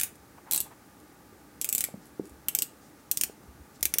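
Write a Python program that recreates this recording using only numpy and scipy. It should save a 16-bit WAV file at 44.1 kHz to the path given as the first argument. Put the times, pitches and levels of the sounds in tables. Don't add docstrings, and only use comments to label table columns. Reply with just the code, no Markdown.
import sys
import numpy as np
from scipy import signal
from scipy.fft import rfft, irfft, next_fast_len
from scipy.io import wavfile
from scipy.ndimage import uniform_filter1d, map_coordinates

SR = 44100
rng = np.random.default_rng(int(sys.argv[2]) if len(sys.argv) > 2 else 0)


def store_pcm(level_fs):
    pcm = np.round(np.clip(level_fs, -1, 1) * 32767).astype(np.int16)
    wavfile.write(sys.argv[1], SR, np.atleast_2d(pcm).T)


N = 176400

# (frequency [Hz], relative density [dB])
AIR_SPECTRUM = [(15, -53), (25, -19), (53, -1), (240, -1.5), (289, 2.5), (322, -1), (631, -9), (722, -10.5),
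                (804, -5), (871, -5.5), (1020, -15), (1200, -6), (1300, -12.5), (1450, -10.5), (3090, -23),
                (5880, -21.5), (15500, -23)]
AIR_DB = -54.5


def amp(db):
    return 10 ** (np.asarray(db) / 20)


def unit_energy(x):
    return x / np.sqrt(np.sum(x ** 2) + 1e-20)


def bell(x, centre, sigma):
    return np.exp(-.5 * ((x - centre) / sigma) ** 2)


def log_interp(points, hz):
    freqs, values = np.transpose(points)
    return np.interp(np.log(hz + 1), np.log(freqs + 1), values)


def mix_at(track, time_s, x):
    i = max(round(time_s * SR), 0)
    track[i:i + len(x)] += x[:len(track) - i]


def filtered(x, response):
    size = next_fast_len(N + SR // 2)
    return irfft(rfft(x, size) * response(np.fft.rfftfreq(size, 1 / SR)), size)[..., :N]


def minimum_phase(gain_db):
    cepstrum = irfft(np.log(amp(gain_db)))
    cepstrum[1:len(cepstrum) // 2] *= 2
    cepstrum[len(cepstrum) // 2 + 1:] = 0
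    return np.exp(rfft(cepstrum))


def noise(spectrum):
    coloured = filtered(rng.standard_normal(N), lambda hz: amp(log_interp(spectrum, hz)))
    return np.sqrt(N) * unit_energy(coloured)


def burst(t, t60_s):
    return rng.standard_normal(len(t)) * amp(-60 * t / t60_s)


def friction(swells, spectrum):
    t = np.arange(N) / SR
    return noise(spectrum) * sum(amp(db) * bell(t, time_s, sigma_s) for time_s, db, sigma_s in swells)


def in_room(near, spill, tail_db):
    # (frequency [Hz], T60 [s])
    decay = [(200, 0.54), (1500, 0.3), (4000, 0.23), (9000, 0.21), (15000, 0.16)]
    hz, t, bands = signal.stft(rng.standard_normal(SR // 3), SR, nperseg=256)
    tail = signal.istft(bands * amp(-60 * t / log_interp(decay, hz)[:, None]), SR, nperseg=256)[1]
    t = np.arange(len(tail)) / SR
    onset = 1 - np.exp(-(t / .004) ** 2)
    early = amp(-12) * unit_energy(burst(t, t60_s=.052) * onset)
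    reflections = early + amp(tail_db) * unit_energy(tail * onset)
    return np.pad(near, (0, len(reflections) - 1)) + signal.fftconvolve(spill, reflections)


def room_tone():
    # (frequency [Hz], rms level [dB])
    tones = [(65, -73), (204, -72.5), (301, -67.5)]
    t, hum, knots = np.arange(N) / SR, np.zeros(N), 24
    for hz, db in tones:
        waver_rad = .91 * map_coordinates(rng.standard_normal(knots + 4), [np.linspace(0, knots, N)])
        hum += amp(db) * np.sqrt(2) * np.sin(2 * np.pi * hz * t + waver_rad)
    return amp(AIR_DB) * noise(AIR_SPECTRUM) + hum


def bracelet_rustle():
    # (time [s], level [dB], sigma [s])
    shifts = [(2.04, -65, .025), (2.255, -66, .02), (2.85, -64.5, .03), (3, -65, 0.011), (3.76, -60, .012)]
    # (frequency [Hz], relative level [dB])
    spectrum = [(1000, -25), (3500, -6), (6000, -1), (9000, -5), (15000, -18)]
    return friction(shifts, spectrum)


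def skin_rubs():
    # (time [s], level [dB], sigma [s])
    slides = [(0.385, -51.5, 0.0065), (0.48, -51, 0.01), (.55, -51, 0.041), (.667, -52, 0.01),
              (.723, -51, .012)]
    # (frequency [Hz], relative level [dB])
    spectrum = [(200, -18), (600, -6.5), (850, 4), (1300, -5.5), (2300, -14), (4500, -34), (15000, -34)]
    return friction(slides, spectrum)


def hand_bumps():
    # (time [s], level [dB], pitch [Hz], T60 [s])
    bumps = [(1.326, -41.5, 362, 0.015), (1.887, -37.5, 528, .01), (1.94, -31, 206, 0.035),
             (1.941, -39, 500, 0.015), (1.971, -41, 196, 0.072), (2.196, -18.5, 358, 0.015),
             (2.204, -39.5, 190, 0.14), (2.222, -45, 400, 0.12), (2.622, -38, 322, 0.016),
             (3.297, -34.5, 410, 0.008), (2.309, -46.5, 69, 0.22), (3.481, -41, 66, 0.23),
             (3.6, -42.5, 69, 0.17), (3.81, -44, 69, 0.19), (3.849, -46, 66.4, .2),
             (3.957, -37, 455, 0.014)]
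    tap_hz, tap_t60_s, rise_cycles = 620, .0089, .52
    track, t = np.zeros(N), np.arange(SR // 4) / SR
    tap = np.sin(2 * np.pi * tap_hz * t) * amp(-60 * t / tap_t60_s) * (1 - np.exp(-t * tap_hz))
    for time_s, db, hz, t60_s in bumps:
        rise = 1 - np.exp(-(t * hz / rise_cycles) ** 2)
        thud = np.sin(2 * np.pi * hz * t) * amp(-60 * t / t60_s) * rise
        tap_gain = amp(-8) * hz / tap_hz
        bump = thud / np.abs(thud).max() + tap_gain * tap / np.abs(tap).max()
        mix_at(track, time_s, amp(db) * in_room(bump, bump, tail_db=-18))
    return track


def spring_click(time_s, clack_db=0, body_db=0, low_db=2, high_hz=11000, high_db=5,
                 sparkle_db=-8, snap_db=-9):
    # (start [s], clack peak [Hz], its gain [dB], low resonance [Hz], rise [s],
    #   desk echo [dB], spill past the hand [dB])
    grips = [(0, 2440, -2.5, 7900, 0.00066, -17, 1.5), (.4, 4020, 6.5, 7960, 0.00063, -9.5, 0.5),
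             (1.5, 2440, 4, 7560, 0.00045, -10, 0.5), (2.4, 2980, 7, 8100, 0.00056, -15.5, -2),
             (3, 2790, 2.5, 9000, 0.00047, -28, -3), (3.7, 2400, 3.5, 6060, 0.00028, -27, -4)]
    # (frequency [Hz], gain [dB])
    case = [(60, -3.5), (350, -3), (700, -11.5), (1150, -18.5), (1700, -10), (2500, -4), (3500, -2.5),
            (4200, -3), (5200, -2.5), (6200, 1.5), (8500, 5), (10000, 3), (12500, 3), (15000, 3),
            (16500, 1.5)]
    grip = sum(time_s >= start_s for start_s, *_ in grips[1:])
    _, peak_hz, peak_db, low_hz, rise_s, desk_db, spill_db = grips[grip]
    size, desk_delay_s = 4096, .008
    t, hz = np.arange(size) / SR, np.fft.rfftfreq(size, 1 / SR)
    octave = np.log2(hz + 1)
    rise = 1 - np.exp(-(t / rise_s) ** 2)
    chatter = unit_energy(burst(t, t60_s=.005) * rise)
    ring = amp(-1.5) * rfft(unit_energy(burst(t, t60_s=.033) * rise))
    force = rfft(chatter) + amp(snap_db)
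    force /= np.sqrt(np.abs(uniform_filter1d(np.abs(force) ** 2, size=120)))

    case_db = (log_interp(case, hz)
               + clack_db * bell(octave, np.log2(1670), .66)
               + body_db * bell(octave, np.log2(5600), .27)
               + sparkle_db * bell(hz, 14400, 1150)
               + peak_db * bell(hz, peak_hz, 276))
    resonances_db = low_db * bell(hz, low_hz, 540) + high_db * bell(hz, high_hz, 880)
    softened = minimum_phase(case_db + .65 * resonances_db)
    direct = unit_energy(irfft(force * minimum_phase(case_db + resonances_db) + ring * softened))
    desk_gain = amp(desk_db) * bell(octave, np.log2(7000), 1.5)
    desk_echo = desk_gain * np.exp(-2j * np.pi * hz * desk_delay_s)
    near = irfft(rfft(direct) * (1 + desk_echo))
    spill = amp(spill_db) * unit_energy(irfft((force + ring) * softened))
    return near[:size // 2], spill[:size // 2]


def bezel():
    # (time [s], relative level [dB], clack [dB], body [dB],
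    #   low resonance [dB], high resonance [Hz], its gain [dB], sparkle [dB], snap [dB])
    teeth = [(.0002, -25.5, 9, 0, 5, 11900, 4, -4, 9), (0.0126, -22.5, 10.5, -1, 3, 10600, 6.5, 3, 2),
             (0.0335, -20.9, 10.5, 0.5, 2, 10800, 11.5, 6, -6),
             (0.5112, -22.5, 2, 1, 2, 13400, 9, -0.5, -10), (0.5222, -23.5, 6.5, 6, 2, 10350, 10, 11, -13),
             (0.5347, -19.5, -6, -5, 2, 12000, 9, -2, 3), (0.5465, -22.5, -1, -1.5, 5.5, 11650, 3, 1, -12),
             (0.5608, -22, -6, 1, -1, 11650, 11, 4, -10), (0.5772, -22.5, 5.5, 1, 18, 10550, 12, -3, -4),
             (0.6038, -21, -6.5, -3, 2, 11500, 8, 0, 0), (1.6139, -24, -4.5, 2.5, 6, 11300, 10, -1.5, -13),
             (1.645, -23.5, 4, -2, 9.5, 11200, 8, 2, -3), (1.6897, -22.5, -2, 1, 9.5, 12400, 6, 4, -15),
             (1.727, -20.5, -2, -1, 12, 12300, 9.5, 2.5, -8),
             (1.7499, -19.5, -3, 0, 7.5, 12150, 8.5, 3, -8), (1.7807, -22, -3, -1, 4, 12250, 4, 1, -10),
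             (1.807, -21.5, 0.5, -1, 3, 12100, 1, 1.5, -10),
             (1.8399, -21.5, 9, -0.5, 8, 11600, 7.5, 1.5, -15),
             (2.4845, -19.5, 6, -3, 2, 12760, 13, -4.5, -8), (2.55, -17.5, 1.5, 4, 7.5, 13000, 13, 1, -9),
             (2.5877, -20.8, -4.5, 5, 4.5, 13700, 10, -4, -18), (2.6213, -19, -3, 2, 5, 13500, 5, 3, -10),
             (3.1139, -17.5, -2.5, 4, 7.5, 13200, 12.5, 0, -1.5),
             (3.1727, -21.5, -1.5, 5.5, 8, 12050, 1, 3, -7), (3.212, -18.5, 0.5, 4, 8, 12900, 0, 2, -1),
             (3.236, -19, 9.5, 6, 4, 12400, 5, 5.5, 3), (3.8287, -18, 2.5, 3, 1, 13050, 2, 2, -8),
             (3.8548, -17, 4, -4, 10, 12700, 8.5, -1, 4), (3.9394, -19.5, 9, 1.5, 6, 10000, 8.5, 4.5, -2),
             (3.985, -16.5, 5, -3.5, 13.5, 12400, 4, 8, 0)]
    # (time [s], relative level [dB])
    touches = [(.155, -54), (1.001, -57), (2.056, -53), (2.069, -57), (2.255, -52), (2.272, -55),
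               (2.295, -52), (3.809, -46)]
    gain_db, pan_spread_db = 23, .5
    mid, side = np.zeros(N), np.zeros(N)
    for time_s, db, *colour in teeth + touches:
        near, spill = spring_click(time_s, *colour)
        click = amp(db + gain_db) * in_room(near, spill, tail_db=-11)
        pan = (amp(pan_spread_db * rng.standard_normal()) - 1) / 2
        mix_at(mid, time_s, click)
        mix_at(side, time_s, click * pan)
    return mid, side


def scene():
    steel, steel_side = bezel()
    scatter = unit_energy(burst(np.arange(SR // 50) / SR, t60_s=.0061))
    side = steel_side + amp(-37) * signal.fftconvolve(steel, scatter)[:N]
    side += amp(AIR_DB - 30) * noise(AIR_SPECTRUM)
    mid = steel + hand_bumps() + skin_rubs() + bracelet_rustle() + room_tone()
    return np.array([mid + side, mid - side])


def record(dry):
    low_cut_hz, top_hz = 43, 15900
    thinned = filtered(dry, lambda hz: 1 - 1 / (1 + (hz / low_cut_hz) ** 4))
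    return filtered(thinned, lambda hz: 1 / np.sqrt(1 + (hz / top_hz) ** 160))


dry = scene()
out = record(dry)
store_pcm(out)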